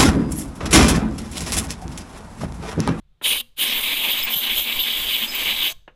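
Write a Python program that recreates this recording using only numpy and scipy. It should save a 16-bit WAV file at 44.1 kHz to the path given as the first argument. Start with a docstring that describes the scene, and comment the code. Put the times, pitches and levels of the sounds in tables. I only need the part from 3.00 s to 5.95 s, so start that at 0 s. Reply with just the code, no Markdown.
"""An outdoor bench in a fenced yard: a blow gun cleans a small engine part, one short blast, one long.
The turbulent jet hisses, and roars and sputters in the hollows of the part; passing holes and edges
it whistles and squeals. Two knocks excite the modes of the part, stray air buffets the microphone,
and the bench and the yard return a faint tail."""
import sys
import numpy as np
from scipy import signal
from scipy.fft import rfft, irfft
from scipy.io import wavfile
from scipy.ndimage import uniform_filter1d

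SR = 44100
rng = np.random.default_rng(int(sys.argv[2]) if len(sys.argv) > 2 else 0)


def pcm_store(signal):
    """Save signal as 16-bit PCM."""
    levels = np.round(np.clip(np.atleast_2d(signal), -1, 1) * 32767)
    wavfile.write(sys.argv[1], SR, levels.astype(np.int16).T)


N = 130095

# Spectra: frequency_hz, relative_db
BUFFET_SPECTRUM = [(5, 4.5), (24, -7.5), (40, -3), (55, -16.5), (80, -19.5), (130, -21), (250, -44.5),
                   (1000, -62.5), (16000, -100)]
AMBIENT_SPECTRUM = [(20, 0.5), (100, -6.5), (150, 7.5), (220, -11.5), (500, -15), (1200, -19),
                    (2400, -21.5), (3600, -16), (5200, -30), (16000, -39)]
PUFF_SPECTRUM = [(10, 2.5), (40, -8), (120, -18), (170, -7), (300, -36.5), (2000, -73.5), (16000, -88.5)]
ROAR_SPECTRUM = [(200, -46), (1700, -41.5), (2200, -25.5), (2700, -9), (3080, 1.5), (3400, 1.5),
                 (3800, -3.5), (4050, -8), (4300, -18), (4550, -16.5), (5100, -22), (5500, -33),
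                 (9000, -35.5), (16000, -48.5)]
RUSH_SPECTRUM = [(60, -36), (150, -23.5), (190, -14), (230, -6), (290, -9), (420, -16.5), (520, -13),
                 (620, -17.5), (900, -11), (1180, -7.5), (1350, -19.5), (1650, -7.5), (1850, -8.5),
                 (2200, 2), (2420, 3), (2700, 1), (3500, -4), (5500, -26), (16000, -30)]
HISS_SPECTRUM = [(500, -39), (5000, -20.5), (8300, -15.5), (9200, -7.5), (10300, -7.5), (11100, -7),
                 (12050, -0.5), (12700, -1.5), (13900, 3), (15200, -3), (16000, -8.5)]
FREE_JET_SPECTRUM = [(150, -17.5), (300, 2), (2000, 1), (4700, 3.5), (5550, -6.5), (6150, 1), (6700, 0),
                     (7400, -2.5), (7800, 7), (8350, -6.5), (9200, -5.5), (11000, -15.5), (12200, -3.5),
                     (16000, -6)]
SURGE_SPECTRUM = [(1000, -32.5), (6000, -15), (6900, -10), (7800, -15), (8400, -10), (8900, 2), (9300, 1),
                  (10000, 0), (11200, -2.5), (12200, 0), (14000, -13.5), (16000, -28)]
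THUD_SPECTRUM = [(60, -7.5), (300, 5.5), (600, 3.5), (1700, -0.5), (3000, -3.5), (3800, -14.5),
                 (5000, -32.5), (14000, -47)]
ECHO_SPECTRUM = [(200, 0), (1500, 0.5), (2400, -3), (3100, -4.5), (4200, -0.5), (6500, 2), (15000, 1)]
# Envelopes: time_s, relative_db
BUFFET_LEVELS = [(0, -46), (.2, -63), (.3, -41.5), (.55, -58.5), (.8, -41), (1.05, -50), (1.24, -35.5),
                 (1.31, -54), (1.38, -58), (1.47, -51), (1.58, -35.5), (1.7, -55), (1.79, -32.5),
                 (1.87, -58), (2.0, -35), (2.09, -42), (2.15, -50), (2.4, -44), (2.46, -41), (2.65, -43.5),
                 (2.78, -48.5), (2.95, -56)]  # stray air at the microphone
ROAR_STRETCHES = [
    [(0.232, -24.5), (0.248, -15.5), (0.278, -21), (0.286, -18.5), (0.31, -19.5), (0.412, -26)],
    [(0.58, -24), (0.59, -24), (0.61, -20.5), (0.772, -26), (0.778, -27), (0.93, -24), (0.974, -25.5),
     (0.984, -26.5), (1.078, -24.5), (1.088, -21.5), (1.238, -25.5), (1.252, -46.5), (1.268, -30.5),
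     (1.33, -25.5), (1.338, -18), (1.356, -26.5), (1.414, -25.5), (1.456, -22), (1.5, -23.5)],
    [(1.5, -23.5), (1.554, -28), (1.572, -21.5), (1.646, -28), (1.688, -23), (1.718, -29), (1.728, -18),
     (1.738, -27), (1.792, -23), (1.8, -19), (1.822, -26.5), (1.86, -22), (2.074, -27), (2.098, -19.5),
     (2.106, -25), (2.138, -20), (2.204, -27.5), (2.214, -24.5), (2.25, -23.5)],
    [(2.25, -27.5), (2.272, -41), (2.344, -32), (2.348, -27.5), (2.514, -20), (2.534, -26.5), (2.63, -24)],
    [(2.63, -26.5), (2.676, -19.5), (2.72, -41)],
]  # hollows struck by the jet
RUSH_STRETCHES = [
    [(0.245, -40), (0.261, -25.5), (0.297, -38.5), (0.305, -29), (0.367, -32.5), (0.377, -37),
     (0.401, -57.5), (0.41, -37.5)],
    [(0.59, -34.5), (0.604, -34), (0.716, -29), (0.834, -35.5), (0.936, -27), (0.946, -34.5), (1.108, -30),
     (1.126, -43.5), (1.142, -30.5), (1.26, -37), (1.27, -27.5), (1.346, -37), (1.352, -67), (1.42, -36),
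     (1.484, -30), (1.5, -28)],
    [(1.5, -29.5), (1.638, -40), (1.69, -30.5), (1.828, -40.5), (1.866, -29), (1.906, -35.5), (2.196, -34),
     (2.226, -29.5), (2.274, -42), (2.43, -28), (2.444, -44.5), (2.46, -25.5), (2.522, -28.5),
     (2.546, -36.5), (2.668, -27.5), (2.72, -46)],
]  # low rush of air over the part
HISS_LEVELS = [(.24, -35), (.28, -25.5), (.34, -30), (.41, -32), (.59, -29), (.64, -26.5), (.70, -33),
               (.78, -28.5), (.88, -31), (1.0, -30.5), (1.07, -27.5), (1.13, -28), (1.2, -39), (1.235, -33),
               (1.275, -45), (1.31, -28), (1.4, -28), (1.48, -31.5), (1.55, -28.5), (1.58, -22.5),
               (1.65, -31.5), (1.77, -30), (1.9, -32), (2.0, -29), (2.07, -31), (2.13, -27), (2.24, -29.5),
               (2.275, -38.5), (2.33, -37.5), (2.37, -31.5), (2.44, -29), (2.55, -33.5), (2.67, -27.5),
               (2.72, -38)]  # treble hiss
FREE_JET_LEVELS = [(.24, -36.5), (.3, -34.5), (.41, -42), (.6, -35.5), (.7, -36.5), (.8, -39), (1.0, -38),
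                   (1.12, -37), (1.2, -34.5), (1.265, -39), (1.34, -34), (1.45, -39.5), (1.55, -37.5),
                   (1.585, -31), (1.64, -42), (1.9, -37), (2.06, -36.5), (2.15, -38.5), (2.29, -37),
                   (2.36, -34), (2.44, -34.5), (2.53, -36.5), (2.65, -37.5), (2.72, -34)]  # broad hiss of the free jet
# Gusts that thump the microphone: centre_s, level_db, length_s
PUFFS = [(1.368, -43, 0.039), (1.785, -59, 0.081), (2.01, -65, 0.048)]
# Trigger pulls: open_s, close_s
BLASTS = [(0.212, 0.41), (0.56, 2.723)]
# Bright swells early in each blast: peak_s, level_db, rise_s, fade_db_per_s
SURGES = [(.285, -24.5, 0.093, 89), (.625, -29.5, 0.12, 135), (.8, -37.5, 0.04, 16.5)]
# Modes of the part: pitch_hz, t60_s, knocked_gain_db, blown_gain_db
PART_MODES = [(235, .13, -10, -32), (511, .28, -5, -41), (700, .11, -4, -42), (980, .06, -2, -37),
              (1085, .12, -4, -37), (1660, .13, -2, -40), (2352, .09, -5, -25), (2568, .1, -7, -34),
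              (2762, .14, -4, -25), (2990, .06, 1, -23), (3100, .05, -8, -19), (3338, .06, -14, -20),
              (3852, .08, -20, -26)]
# Knocks on the part: start_s, ring_gain_db, thud_gain_db
KNOCKS = [(.213, -48, -34), (2.877, -51, -39)]
# Decay of reflections from the bench top and the yard: frequency_hz, t60_s
BENCH_DECAY = [(200, 0.14), (3000, 0.052), (15000, 0.031)]
YARD_DECAY = [(200, .5), (1000, .45), (2200, .4), (3100, .38), (4200, .48), (6500, .48), (9000, .32),
              (15000, .25)]
# Tones left as the air is cut: start_s, pitch_hz, level_db, t60_s
AFTER_RINGS = [(.413, 2767, -45, .15), (.405, 236, -46, .2), (2.722, 1071, -58, .17)]
# Breathy squeals: start_s, length_s, first_hz, last_hz, level_db
SQUEALS = [(0.744, .05, 14000, 14200, -33), (1.101, 0.026, 13700, 13400, -28),
           (1.167, 0.054, 13700, 14000, -30.5), (1.329, 0.021, 12100, 12250, -25),
           (1.352, 0.055, 12780, 12700, -24.5), (1.56, 0.048, 12360, 12300, -28.5),
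           (1.609, .024, 12600, 12700, -29), (1.792, 0.049, 12340, 12850, -25.5),
           (0.657, .09, 5450, 5350, -41), (2.684, 0.05, 6410, 6340, -45.5)]
# Edge tones: start_s, length_s, top_hz, top_fraction, droop_hz, level_db, jitter_hz
WHISTLES = [(1.229, 0.032, 15180, .46, 1040, -25, 40), (2.345, .021, 14900, 0.1, 450, -28.5, 169),
            (1.225, 0.0074, 5200, 0.2, 99, -30, 40), (1.24, 0.031, 5170, .3, 80, -46, 79.4),
            (2.275, 0.045, 5090, 0.6, 110, -34, 60), (2.315, 0.056, 5030, 0.6, 60, -45, 130)]


def amp(db):
    return 10 ** (np.asarray(db) / 20)


def unit(x):
    return x / np.sqrt(np.mean(x ** 2) + 1e-20)


def by_pitch(points, hz):
    f, value = np.transpose(points)
    return np.interp(np.log(hz + 1), np.log(f + 1), value)


def by_time(points):
    s, value = np.transpose(points)
    return np.interp(np.arange(N) / SR, s, value)


def add(mix, s, sound):
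    part = mix[max(round(s * SR), 0):][:len(sound)]
    part += sound[:len(part)]


def noise(spectrum):
    """Spectral shaping: white noise takes the given spectrum, at rms 1."""
    gain = amp(by_pitch(spectrum, np.fft.rfftfreq(N, 1 / SR)))
    return unit(irfft(rfft(rng.standard_normal(N)) * gain, N))


def wander(top_hz, low_hz=0):
    """Band-limited fluctuation: a random drift of rms 1 between two rates."""
    hz = np.fft.rfftfreq(N, 1 / SR)
    gain = (hz > low_hz) / np.sqrt(1 + (hz / top_hz) ** 4)
    return unit(irfft(rfft(rng.standard_normal(N)) * gain, N))


def stray_air(ambient_db=-70):
    """Pressure fluctuation: gusts buffet the microphone over the quiet of the yard."""
    out = noise(BUFFET_SPECTRUM) * amp(by_time(BUFFET_LEVELS) + 1.3 * wander(18))
    out += amp(ambient_db) * noise(AMBIENT_SPECTRUM)
    for centre, db, length in PUFFS:
        swell = np.hanning(int(length * SR))
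        add(out, centre - length / 2, amp(db) * unit(swell * noise(PUFF_SPECTRUM)[:len(swell)]))
    return out


def valve(opening_s=.036, closing_s=.0097):
    """Throttling: the flow, 0 to 1, follows the trigger as it eases open and snaps shut."""
    t = np.arange(N) / SR
    travel = sum(np.clip((t - on) / opening_s, 0, 1) * np.clip(1 - (t - off) / closing_s, 0, 1)
                 for on, off in BLASTS)
    return travel ** 2


def drifting_noise(spectrum, depth_db=1.8, patch_hz=700, patch_s=.06):
    """Spectral modulation: noise bands swell and sink independently as the nozzle moves."""
    bands = signal.stft(noise(spectrum), nperseg=512, noverlap=384)[2]
    patches = uniform_filter1d(rng.standard_normal(bands.shape), round(patch_hz * 512 / SR), axis=0)
    patches = unit(uniform_filter1d(patches, round(patch_s * SR / 128), axis=1))
    return unit(signal.istft(bands * amp(depth_db * patches), nperseg=512, noverlap=384)[1][:N])


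def jet():
    """Turbulent mixing: the same eddies shake the noise of the free jet and of air striking the part."""
    t = np.arange(N) / SR
    flutter_db = wander(44.5, low_hz=7.6)
    sputter_db = 1.14 * wander(420, low_hz=41.8)
    shake_db = flutter_db + sputter_db
    roar = drifting_noise(ROAR_SPECTRUM) * amp(by_time(np.vstack(ROAR_STRETCHES)) + shake_db - .5)
    rush = drifting_noise(RUSH_SPECTRUM) * amp(by_time(np.vstack(RUSH_STRETCHES)) + shake_db + 3.5)
    hiss = drifting_noise(HISS_SPECTRUM) * amp(by_time(HISS_LEVELS) + .5 * shake_db - .4)
    hiss *= amp(1.2 * wander(170, low_hz=9.2))  # the treble flickers
    free_jet = drifting_noise(FREE_JET_SPECTRUM) * amp(by_time(FREE_JET_LEVELS) + .5 * shake_db)
    swell = sum(np.clip(1 + (t - peak) / rise, 0, 1) * amp(db - fade * np.maximum(t - peak, 0))
                for peak, db, rise, fade in SURGES)
    surge = swell * drifting_noise(SURGE_SPECTRUM) * amp(.74 * shake_db)
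    return valve() * (roar + rush + hiss + free_jet + surge)


def part_resonance(air):
    """Forced vibration: the blast drives the modes of the part, which ring on after it stops."""
    out, t = np.zeros(N), np.arange(SR // 2) / SR
    for hz, t60, _, db in PART_MODES:
        mode = amp(-60 * t / t60) * np.sin(2 * np.pi * hz * t)
        out += amp(db) * unit(signal.fftconvolve(air, mode)[:N])
    return air.std() * out


def knocks(attack_s=.0018, thud_s=.008, clatter_s=.026, clatter_db=-13):
    """Impact excitation: the part rings over a dull thud, which the bench smears into a clatter."""
    out, t = np.zeros(N), np.arange(SR // 2) / SR
    attack = np.minimum(t / attack_s, 1)
    thud_decay = np.exp(-t / thud_s) + amp(clatter_db) * np.exp(-t / clatter_s)
    for start, ring_db, thud_db in KNOCKS:
        ring = sum(amp(db - 60 * t / t60) * np.sin(2 * np.pi * (hz * t + rng.random()))
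                   for hz, t60, db, _ in PART_MODES)
        thud = noise(THUD_SPECTRUM)[:len(t)] * thud_decay
        add(out, start, attack * (amp(ring_db) * ring + amp(thud_db) * thud))
    return out


def reflections(sound, t60s):
    """Reverberation: a diffuse tail in which the highest treble dies first."""
    hz, t, bands = signal.stft(rng.standard_normal(SR), SR, nperseg=256)
    gain_db = by_pitch(ECHO_SPECTRUM, hz)[:, None] - 60 * t / by_pitch(t60s, hz)[:, None]
    tail = signal.istft(bands * amp(gain_db), SR, nperseg=256)[1]
    return signal.fftconvolve(sound, tail / np.linalg.norm(tail))[:N]


def after_rings():
    """Free decay: the spot facing the nozzle rings on as the air is cut."""
    out, t = np.zeros(N), np.arange(SR // 2) / SR
    for start, hz, db, t60 in AFTER_RINGS:
        add(out, start, amp(db - 60 * t / t60) * np.sin(2 * np.pi * hz * t))
    return out


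def squeals(width_hz=900):
    """Narrow-band turbulence: a half-formed whistle is noise around a gliding pitch."""
    out = np.zeros(N)
    for start, length, first_hz, last_hz, db in SQUEALS:
        progress = np.linspace(0, 1, int(length * SR))
        fuzz = (wander(width_hz / 2) + 1j * wander(width_hz / 2))[:len(progress)]
        hz = first_hz + (last_hz - first_hz) * progress
        carrier = np.exp(2j * np.pi * np.cumsum(hz) / SR)
        swell = np.sqrt(progress * (1 - progress))
        add(out, start, amp(db) * unit(swell * (fuzz * carrier).real))
    return out


def whistles():
    """Edge tone: as the jet crosses a hole, a tone swells, arches in pitch and breaks off."""
    out = np.zeros(N)
    for start, length, top_hz, top_at, droop_hz, db, jitter_hz in WHISTLES:
        progress = np.linspace(0, 1, int(length * SR))
        arch_hz = top_hz - droop_hz * abs(2 * (progress - top_at)) ** 1.6
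        hz = arch_hz + jitter_hz * wander(500)[:len(progress)]
        swell = np.sqrt(progress * (1 - progress))
        add(out, start, amp(db) * unit(swell * np.sin(2 * np.pi * np.cumsum(hz) / SR)))
    return out


def scene(bench_db=-17.5, yard_db=-26):
    """Superposition: direct sound, reflections and stray air add in one channel."""
    air = jet()
    direct = air + part_resonance(air) + after_rings() + whistles() + squeals() + knocks()
    bench = amp(bench_db) * reflections(direct, BENCH_DECAY)
    yard = amp(yard_db) * reflections(direct, YARD_DECAY)
    return (direct + bench + yard + stray_air())[None]


def record(dry):
    """Band limiting: a steep low-pass filter removes the highest treble."""
    lowpass = signal.firwin(401, cutoff=15450, window=("kaiser", 9), fs=SR)
    return signal.oaconvolve(dry, lowpass[None], "same")


dry = scene()
out = record(dry)
pcm_store(out)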